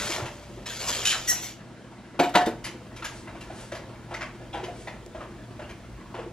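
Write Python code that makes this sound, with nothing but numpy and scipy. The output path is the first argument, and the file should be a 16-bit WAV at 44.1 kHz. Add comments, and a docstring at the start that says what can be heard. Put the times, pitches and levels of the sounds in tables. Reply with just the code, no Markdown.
"""A steel dog bowl scrapes and squeaks along a kitchen sink, then clanks twice against it as it is lifted out.
The scrape is filtered click noise, the squeak a wavering tone, each clank a set of fading tones with a rattle.
At first a tap splashes into the bowl (grainy noise) and is shut off. Bare feet and a dog's paws pad and scuff
over the tiles (short tones and noise bursts); cloth and fur rustle (soft noise). A refrigerator hums (sine
and noise) over a deep rumble (low noise); echoes of a small hard room follow all but these two."""
import sys
import numpy as np
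from scipy import signal
from scipy.fft import rfft, irfft, next_fast_len
from scipy.io import wavfile
from scipy.ndimage import uniform_filter1d, map_coordinates

SR = 44100
rng = np.random.default_rng(int(sys.argv[2]) if len(sys.argv) > 2 else 0)


def log_audio(samples):
    """Write samples as a 16-bit WAV file to the path given in sys.argv[1]."""
    # one column per channel
    frames = np.atleast_2d(samples).T
    # limit to full scale, then quantise
    limited = np.clip(frames, -1, 1)
    pcm = np.round(limited * 32767).astype(np.int16)
    wavfile.write(sys.argv[1], SR, pcm)


N = 278844

# the bowl lands rim first and rebounds once:
# t/s, rim level/dB, body level/dB, body tilt/(dB per octave), flight/s, rebound level/dB
CLANKS = [(2.191, -18, -12, 0.8, 0.037, -7), (2.351, -8.5, -10, 1, 0.054, -14)]
# light touches around the second clank: t/s, level/dB, tilt/(dB per octave)
GRAZES = [(2.29, -42, 6.5), (2.339, -22.5, 0.5), (2.459, -32, 7.5), (2.467, -22, -4)]
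# tones of bowl and sink together: f/Hz, level when flat/dB, level when tipped/dB
STEEL_TONES = [(169, -8, -14), (284, 2.5, -5), (357.7, 3, -3), (484, -9.5, -3.5), (613.5, -6, -5.5),
               (720, 3.5, 4.5), (823, -3, -6.5), (883, -7, -1), (934, -4, -0.5), (1497, -16, -14),
               (1739, -15, -14), (1906, -19, -8.5), (2235, -10.5, -17), (3020, -27, -18), (5200, -33, -23),
               (6100, -22, -18.5), (7500, -18.5, -21), (13590, -22, -31)]
# colour of the sheet-metal rattle: f/Hz, level/dB
CLATTER_COLOUR = [(70, -34), (230, 1.5), (750, 3.5), (1250, -3), (2000, -5.5), (4000, -12), (8500, -30.5),
                  (10500, -23), (15500, -42)]
TIPPED_S = 2.32  # the bowl is tipped in the hand after this moment
BODY_LAG_S = 0.0035  # the body rings this long after the rim lands

# the wet rim sticks and slips: t/s, length/s, highest mean pitch f/Hz, level/dB
SQUEAKS = [(1.271, 0.0333, 1958, -19.5), (1.4, 0.054, 2000, -38)]
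# partials of the squeak: multiple of the pitch, level/dB
SQUEAK_PARTIALS = [(1, 1.5), (3, 6.5), (4, -5), (6, 3), (7, -3)]
# the rim rings on as it comes free
LIFT_HZ, LIFT_RING_DB, LIFT_T60_S = 4570, -49, 0.22

# pushes of the bowl along the sink: t/s, rise/s, level/dB
PUSHES = [(0.655, 0.007, -34.5), (0.782, 0.031, -32), (0.864, 0.027, -27), (1.271, 0.0052, -33)]
# each push dies away; the rubbing ends as the bowl lifts off
COAST_DB_PER_S, LIFT_S, LIFT_DB_PER_S = 38.5, 1.502, 296
# colour of steel sliding on the sink: f/Hz, level/dB
RASP_COLOUR = [(150, -12), (650, -1), (950, -6), (3200, -2), (4500, -4), (7300, -3.5), (9000, -17.5),
               (11500, -6), (15500, -38)]
# the rim catches and grates: t/s, level/dB
CATCHES = [(1.052, -17), (1.071, -22), (1.094, -23), (1.107, -21.5)]
# resonances of the rim: f/Hz, width/Hz, level/dB
RIM_RESONANCES = [(1630, 580, -11), (2480, 190, -3.5), (3020, 260, 1), (4020, 1030, -7.5), (5400, 1300, -9),
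                  (6980, 630, -4.5), (10640, 780, -12)]
# the last catch skids to a stop, its pitch sinking
SKID_S, SKID_LENGTH_S, SKID_FROM_HZ, SKID_TO_HZ, SKID_DB = 1.109, 0.026, 3200, 1146, -28

# one low tone of the bowl, set going by the jet
SING_HZ, SING_DB, SING_T60_S = 588, -45, 3.4

# the jet runs at full flow until the tap is shut; the last water then drains away
JET_DB, SHUT_S, SHUT_DB_PER_S = -31, 0.16, 240
DRAIN_DB, DRAIN_DB_PER_S = -47.5, 19
# colour of the splash: f/Hz, level/dB
SPLASH_COLOUR = [(100, 0), (1000, 5), (2500, 5), (4000, 1.5), (7000, 1), (9000, -6), (11500, -2),
                 (15500, -25)]

# soft knocks of tap handle, bowl, feet and paws: t/s, ring level/dB, body f/Hz, puff level/dB
THUDS = [(0.094, -35, 299, -38.5), (0.181, -34, 597, -32.5), (0.199, -31.5, 350, -35),
         (0.222, -30, 113, -42), (0.572, -38.5, 372, -46.5), (0.882, -49, 570, -41.5),
         (3.347, -41.5, 623, -42.5), (3.499, -38.5, 727, -42.5), (3.721, -30.5, 609, -39),
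         (3.748, -38, 694, -42.5), (4.11, -40, 770, -36.5), (4.541, -28.5, 823, -32),
         (4.573, -31.5, 730, -37), (4.632, -32, 370, -38.5), (4.683, -34.5, 701, -43),
         (4.873, -38, 803, -45), (5.146, -36, 663, -40.5), (5.205, -38, 1193, -38),
         (5.592, -35.5, 580, -38.5), (6.142, -42.5, 1155, -34.5), (6.187, -30, 475, -38.5),
         (6.262, -37, 371, -58)]
# colour of the dull puff in a knock: f/Hz, level/dB
THUD_COLOUR = [(60, -51), (350, 9), (800, 6), (3000, -7.5), (4500, -18), (11000, -26), (13000, -65)]
# brushes of rim, soles, claws and cloth, and one dribble of water just after the tap is shut, # levels before a
# shared gain: t/s, level/dB, body f/Hz, resonance level/dB, treble level/dB
SCUFFS = [(0.255, -26.5, 2670, 3, -9), (2.64, -23, 4470, 0.5, 20), (2.662, -30, 3040, -1, -2),
          (2.961, -32.5, 2260, 4, 13), (3.02, -26.5, 1380, 10, -21), (3.042, -22.5, 6500, 3.5, 9),
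          (3.272, -30, 1297, -1, -41), (3.407, -32.5, 2700, 1, 10), (3.717, -28.5, 1710, 9.5, -3),
          (3.747, -33, 3900, 8, 17), (4.138, -23.5, 2060, 4.5, -12), (4.208, -20.5, 1150, 2.5, -23.5),
          (4.529, -30, 3400, 9.5, -16), (4.635, -31.5, 1500, -5, 2), (4.871, -25, 1930, 14, -25),
          (5.622, -37.5, 2860, 16, -4), (5.69, -31, 2510, 4.5, -5)]
# shared colour of the brushes: f/Hz, level/dB
SCUFF_COLOUR = [(150, -64), (600, 2), (2300, 4), (4000, -3.5), (7000, -7), (9000, -19.5), (11000, -4.5),
                (13500, -75)]

# the rustle is fullest between these two moments and slowly weaker on either side
FULL_FROM_S, FULL_UNTIL_S, RUSTLE_DB, RUSTLE_FADE_DB_PER_S = 3.5, 4.4, -45, 1.5
# colour of the low rustle: f/Hz, level/dB
RUSTLE_COLOUR = [(40, -22), (150, 6.5), (330, 7), (2300, -11), (11000, -37), (13000, -70)]
# colour of the cloth hiss: f/Hz, level/dB
CLOTH_COLOUR = [(1000, 1), (11000, -2), (13000, -71)]
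# clothes swish with a stride: middle t/s, level/dB
SWISHES = [(3.17, -48.5), (3.61, -45.5), (4.81, -50.5)]
SWISH_FADE_S = 0.057  # time constant on either side of the middle

HUM_HZ, HUM_DB = 118.7, -52.5
LOUDER_S, LOUDER_DB = 3.72, 3.5  # the hum steps up by this much here
# colour of the fan air: f/Hz, level/dB
AIR_COLOUR = [(60, -53), (200, 1.5), (350, -8), (600, -43), (1200, -20), (3000, -24.5), (10500, -33.5),
              (13000, -51)]
RUMBLE_DB, LULL_S, LULL_DB = -49.5, (1.48, 2.46), -6.5  # the rumble, and a dip in it from-to
# colour of the deep rumble: f/Hz, level/dB
RUMBLE_COLOUR = [(20, -33), (50, -0.5), (75, -9.5), (110, -7), (500, -43.5)]

# how long the room rings: f/Hz, time to fall by 60 dB/s
ROOM_T60 = [(150, 0.45), (7000, 0.31), (14000, 0.23)]
# stereo width: f/Hz, side minus mid level/dB, before the room's and sources' own balance
STEREO_WIDTH = [(40, -54), (200, -9), (1000, -8), (4400, -4.5), (8000, 2.5), (12000, 12.5)]
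TOP_HZ = 15730  # nothing is kept from here up


def clanks(attack=0.0019, ring_t60=0.21, treble_hold=0.086, flutter_db=1.0, twin_db=-6):
    """Each blow rings the steel's tones, as beating pairs, over a short rattling clatter of sheet metal."""
    out, t = np.zeros(N), np.arange(SR // 2) / SR
    hz, flat_db, tipped_db = np.transpose(STEEL_TONES)[:, :, None]
    t60 = ring_t60 * (hz / 1000) ** treble_hold  # the hand damps the low tones most
    unrest = np.sqrt(hz / 8000)  # high tones waver most

    def drift():
        return unrest * np.array([wobble(60, len(t)) for _ in STEEL_TONES])

    for s, ring_db, clatter_db, slope_db, clatter_t60 in blows():
        mode_db = tipped_db if s > TIPPED_S else flat_db
        twin_hz = hz * (1 + 0.014 * rng.standard_normal(hz.shape))
        main_tone = np.sin(2 * np.pi * hz * t + drift())
        twin_tone = np.sin(2 * np.pi * twin_hz * t + drift())
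        pairs = main_tone + amp(twin_db) * twin_tone
        fading = amp(mode_db + flutter_db * drift() - 60 * t / t60)
        ring = np.sum(fading * pairs * tilt(hz, slope_db), axis=0)
        rattle = patchy(grit(len(t), rate=350, depth_db=1.5), depth_db=3.5, size=1024)
        clatter = unit(filtered(rattle, lambda f: amp(along(CLATTER_COLOUR, f)) * tilt(f, slope_db)))
        blow = amp(ring_db - 7.5) * ring + amp(clatter_db - 60 * t / clatter_t60) * clatter
        add(out, s, blow * (1 - np.exp(-t / attack)))
    return out


def blows(rim_ring_db=-11, rim_tilt_db=1.0, rim_t60=0.057, body_clatter_db=-5.0, body_t60=0.16,
          rebound_clatter_db=-4):
    """List the contacts of each clank: the rim cracks, the body rings, the rebound rattles."""
    # t/s, ring level/dB, clatter level/dB, tilt/(dB per octave), clatter t60/s
    rows = [(s, db + rim_ring_db, db, slope_db, body_t60) for s, db, slope_db in GRAZES]
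    for s, rim_db, body_db, slope_db, flight, rebound_db in CLANKS:
        back_db = body_db + rebound_db
        body_s = s + BODY_LAG_S
        rows += [(s, rim_db + rim_ring_db, rim_db, rim_tilt_db, rim_t60),
                 (body_s, body_db, body_db + body_clatter_db, slope_db, body_t60),
                 (body_s + flight, back_db, back_db + rebound_clatter_db, slope_db, body_t60)]
    return rows


def squeak(sizzle_db=-3, rise=0.025, release_db_per_s=330, slack=0.02):
    """The wet rim sticks and slips: an unsteady shrill tone, highest in mid-stroke, with a high sizzle."""
    out = np.zeros(N)

    def highs(f):
        lower = resonance(f, 6500, 1050) - resonance(f, 7440, 390)
        return lower + 0.5 * resonance(f, 10300, 900) - 0.11 * resonance(f, 15200, 900)

    loudest_db = max(row[-1] for row in SQUEAKS)
    for s, length, hz, level_db in SQUEAKS:
        pressure = np.sin(np.pi * np.minimum(since(s) / length, 1))
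        pitch_hz = hz * (1 - slack * (1 - pressure))
        phase = 2 * np.pi * np.cumsum(pitch_hz * (1 + 0.011 * wobble(600))) / SR
        # under light pressure the low partials fade and the shrill ones remain
        grip_db = 1.1 * (level_db - loudest_db)
        tone = unit(sum(amp(db + grip_db / k + 1.3 * wobble(220)) * np.sin(k * phase)
                        for k, db in SQUEAK_PARTIALS))
        sizzle = unit(filtered(patchy(rng.standard_normal(N), depth_db=4), highs))
        gain = amp(level_db) * stroke(s, rise, length, release_db_per_s)
        out += gain * (tone + amp(sizzle_db) * sizzle)
    return out


def lift_ring():
    """The rim comes free and rings on as one fading tone."""
    free = since(LIFT_S)
    return amp(LIFT_RING_DB - 60 * free / LIFT_T60_S) * np.sin(2 * np.pi * LIFT_HZ * free)


def scrape(catch_t60=0.21):
    """Steel slides grittily over the sink; where the rim catches, its resonances grate."""
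    power = sum((amp(db) * stroke(s, rise, rise, COAST_DB_PER_S)) ** 2 for s, rise, db in PUSHES)
    effort = np.sqrt(power)
    friction = patchy(slips(N, rate=1800, spread_db=3), depth_db=3.6)
    slide = unit(filtered(friction, lambda f: amp(along(RASP_COLOUR, f))))
    t = np.arange(SR // 4) / SR
    catch_power = np.zeros(N)
    for s, db in CATCHES:
        add(catch_power, s, amp(db - 60 * t / catch_t60) ** 2)

    def rim(f):  # neighbouring resonances have opposite signs
        return sum((-1) ** k * amp(db) * resonance(f, hz, width)
                   for k, (hz, width, db) in enumerate(RIM_RESONANCES))

    chatter = patchy(grit(N, rate=600, depth_db=2.5), depth_db=2.5)
    grating = np.sqrt(catch_power) * unit(filtered(chatter, rim))
    return slide * effort * amp(-LIFT_DB_PER_S * since(LIFT_S)) + grating


def skid(fall_s=0.019):
    """Ragged stick and slip that slows down as the rim comes to rest."""
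    pitch_hz = SKID_TO_HZ + (SKID_FROM_HZ - SKID_TO_HZ) * np.exp(-since(SKID_S) / fall_s)
    phase = 2 * np.pi * np.cumsum(pitch_hz) / SR
    rasp = wobble(500) * np.sin(phase + 1.5 * wobble(700))
    return amp(SKID_DB) * unit(rasp) * stroke(SKID_S, 0.0027, SKID_LENGTH_S, 350)


def sing():
    """The jet has set one low tone of the bowl singing; it fades slowly."""
    t = np.arange(N) / SR
    return amp(SING_DB - 60 * t / SING_T60_S) * np.sqrt(2) * np.sin(2 * np.pi * SING_HZ * t)


def tap():
    """The jet splashes in the bowl until the tap is shut; the last water drains away."""
    drops = patchy(grit(N, rate=1100, depth_db=3), depth_db=2.5)
    splash = unit(filtered(drops, lambda f: amp(along(SPLASH_COLOUR, f))))
    jet = amp(JET_DB - SHUT_DB_PER_S * since(SHUT_S))
    drain = amp(DRAIN_DB - DRAIN_DB_PER_S * since(SHUT_S))
    return splash * np.hypot(jet, drain)


def thuds(attack=0.0022, ring_t60=0.084, puff_t60=0.26, waver=1.33):
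    """Soft knocks: the struck body rings briefly and unsteadily under a dull puff."""
    out, t = np.zeros(N), np.arange(SR // 3) / SR
    for s, ring_db, body_hz, puff_db in THUDS:
        ring = unit(np.sin(2 * np.pi * body_hz * t + waver * wobble(body_hz / 5, len(t))))
        clicks = slips(len(t), rate=3000, spread_db=2)
        puff = unit(filtered(clicks, lambda f: amp(along(THUD_COLOUR, f))))
        add(out, s, amp(ring_db) * ring * burst(t, attack, ring_t60))
        add(out, s, amp(puff_db) * puff * burst(t, attack, puff_t60))
    return out


def scuffs(gain_db=-9.0, attack=0.0041, t60=0.16, width_octaves=0.19):
    """Brushing contacts and one dribble of water: short gritty bursts, each with a resonance at its own body
    pitch."""
    out, t = np.zeros(N), np.arange(SR // 3) / SR
    for s, db, body_hz, body_db, treble_db in SCUFFS:
        def colour(f):
            hump = np.exp(-(np.log2((f + 1) / body_hz) / width_octaves) ** 2)
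            return amp(along(SCUFF_COLOUR, f) + treble_db * f / (f + 3000) + body_db * hump)

        grains = patchy(slips(len(t), rate=3500, spread_db=2), depth_db=2.5)
        add(out, s, amp(db + gain_db) * unit(filtered(grains, colour)) * burst(t, attack, t60))
    return out


def tick(s=5.063, db=-30, t60=0.0019, centre_hz=6000):
    """One tiny dry tick: a very short burst of noise through one broad resonance."""
    out, t = np.zeros(N), np.arange(SR // 20) / SR
    noise = rng.standard_normal(len(t))
    snap = unit(filtered(noise, lambda f: resonance(f, centre_hz, centre_hz / 2)))
    add(out, s, amp(db - 60 * t / t60) * snap)
    return out


def shuffle(cloth_db=-64):
    """Fur, clothes and feet rustle as soft noise; now and then a stride swishes."""
    t = np.arange(N) / SR
    outside_s = np.maximum(FULL_FROM_S - t, 0) + since(FULL_UNTIL_S)
    rustle = patchy(grit(N, rate=60, depth_db=1.8), depth_db=3.3)
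    low = unit(filtered(rustle, lambda f: amp(along(RUSTLE_COLOUR, f))))
    hiss = unit(filtered(rng.standard_normal(N), lambda f: amp(along(CLOTH_COLOUR, f))))
    swish = sum(amp(db) * np.exp(-np.abs(t - s) / SWISH_FADE_S) for s, db in SWISHES)
    rubbing = low * amp(RUSTLE_DB) + hiss * amp(cloth_db)
    return rubbing * amp(-RUSTLE_FADE_DB_PER_S * outside_s) + hiss * swish


def fridge(air_db=-52):
    """A compressor hum, one tone of wavering level, with fan air as noise."""
    t = np.arange(N) / SR
    louder_db = np.where(t > LOUDER_S, LOUDER_DB, 0)
    hum = amp(HUM_DB + louder_db + wobble(2.56)) * np.sqrt(2) * np.sin(2 * np.pi * HUM_HZ * t)
    return hum + amp(air_db) * wide_noise(AIR_COLOUR)


def rumble(lull_edge_s=0.085):
    """A deep microphone rumble, low noise that dips for a second."""
    t = np.arange(N) / SR
    lull = np.clip(np.minimum(t - LULL_S[0], LULL_S[1] - t) / lull_edge_s + 0.5, 0, 1)
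    return amp(RUMBLE_DB + LULL_DB * lull) * wide_noise(RUMBLE_COLOUR)


def kitchen(x, wet_db):
    """Mid and side: the direct sound and its reflections from tiles and cupboards, a fading noise tail."""
    hz, t, z = signal.stft(rng.standard_normal((2, SR // 2)), SR, nperseg=256)
    fade = amp(-60 * t / along(ROOM_T60, hz)[:, None]) * (t > 0)
    tail = signal.istft(z * fade, SR, nperseg=256)[1]
    echo = signal.fftconvolve(x[None], tail / np.linalg.norm(tail[0]), axes=1)[:, :N]
    mid, side = (x + amp(wet_db) * echo) / np.sqrt(1 + amp(wet_db) ** 2)
    # the difference between two close ports grows with frequency, nearly a quarter cycle off their sum
    return np.array([mid, filtered(side, lambda f: np.exp(1j * np.pi / 2.24) * f / (f + 700))])


def wide_noise(colour):
    """Steady coloured noise, drawn separately for mid and side."""
    return unit(filtered(rng.standard_normal((2, N)), lambda f: amp(along(colour, f))))


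def amp(db):
    """Decibels to gain."""
    return 10 ** (np.asarray(db) / 20)


def unit(x):
    """Scale to an rms (average strength) of 1."""
    return x / np.sqrt(np.mean(x ** 2) + 1e-20)


def along(points, hz):
    """Read (f/Hz, value) points on a log frequency axis."""
    f, v = np.transpose(points)
    return np.interp(np.log(hz + 1), np.log(f + 1), v)


def wobble(rate, size=N):
    """A smooth random curve through rate random points a second."""
    knots = rng.standard_normal(int(size * rate / SR) + 4)
    coarse = np.arange(0, size + 8, 8)  # worked out at every eighth sample, straight lines between
    return np.interp(np.arange(size), coarse, map_coordinates(knots, [coarse * rate / SR]))


def filtered(x, response):
    """Shape the spectrum of x by a function of frequency."""
    n = x.shape[-1]
    m = next_fast_len(n + 8192)
    return irfft(rfft(x, m) * response(np.fft.rfftfreq(m, 1 / SR)), m)[..., :n]


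def resonance(f, hz, width):
    """Response of one damped tone of a body, 1 at its centre."""
    return 1j * f * width / (hz * hz - f * f + 1j * f * width)


def tilt(hz, slope_db):
    """Brighten or dull by so many dB per octave around 1 kHz, level below 250 Hz."""
    return amp(slope_db * np.log2(np.maximum(hz, 250) / 1000))


def grit(size, rate, depth_db):
    """Noise that comes in tiny uneven grains."""
    return unit(rng.standard_normal(size) * amp(depth_db * wobble(rate, size)))


def slips(size, rate, spread_db):
    """Separate tiny clicks of uneven size at random moments, about rate a second."""
    hit = rng.random(size) < rate / SR
    sign = np.sign(rng.standard_normal(size))
    return unit(hit * sign * amp(spread_db * np.clip(rng.standard_normal(size), -2, 2)))


def patchy(x, depth_db, size=512):
    """Narrow bands swell and fade at random, as when a contact point wanders."""
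    z = signal.stft(x, nperseg=size)[2]
    across_bands = uniform_filter1d(rng.standard_normal(z.shape), size=3, axis=0)
    field = uniform_filter1d(across_bands, size=7, axis=1)
    return signal.istft(z * amp(depth_db * unit(field)), nperseg=size)[1][:len(x)]


def since(s):
    """Seconds gone by since s, zero before it."""
    return np.maximum(np.arange(N) / SR - s, 0)


def stroke(s, rise, length, fade_db_per_s):
    """Gain that rises from s on and starts to fade once its length is over."""
    return np.minimum(since(s) / rise, 1) * amp(-fade_db_per_s * since(s + length))


def burst(t, attack, t60):
    """Gain that swells to 1 and dies away."""
    shape = (1 - np.exp(-t / attack)) * amp(-60 * t / t60)
    return shape / shape.max()


def add(track, s, sound):
    """Mix a sound in at s seconds."""
    part = track[round(s * SR):][:len(sound)]
    part += sound[:len(part)]


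def scene():
    """All sources in the room; the stereo image widens toward the treble."""
    sound = kitchen(clanks(), wet_db=-9.5)
    sound = sound + kitchen(squeak() + lift_ring() + scrape() + skid() + tap(), wet_db=-7)
    sound = sound + kitchen(thuds() + scuffs() + shuffle(), wet_db=-4.5)
    sound = sound + kitchen(sing() + tick(), wet_db=-24) + fridge() + rumble()

    def balance(f):
        turn = np.arctan(amp(along(STEREO_WIDTH, f)))
        return np.array([np.cos(turn), np.sin(turn)])

    mid, side = filtered(sound, balance)
    return np.array([mid + side, mid - side])


def record(dry):
    """Keep only what lies below the top frequency."""
    return filtered(dry, lambda f: f < TOP_HZ)


dry = scene()
out = record(dry)
log_audio(out)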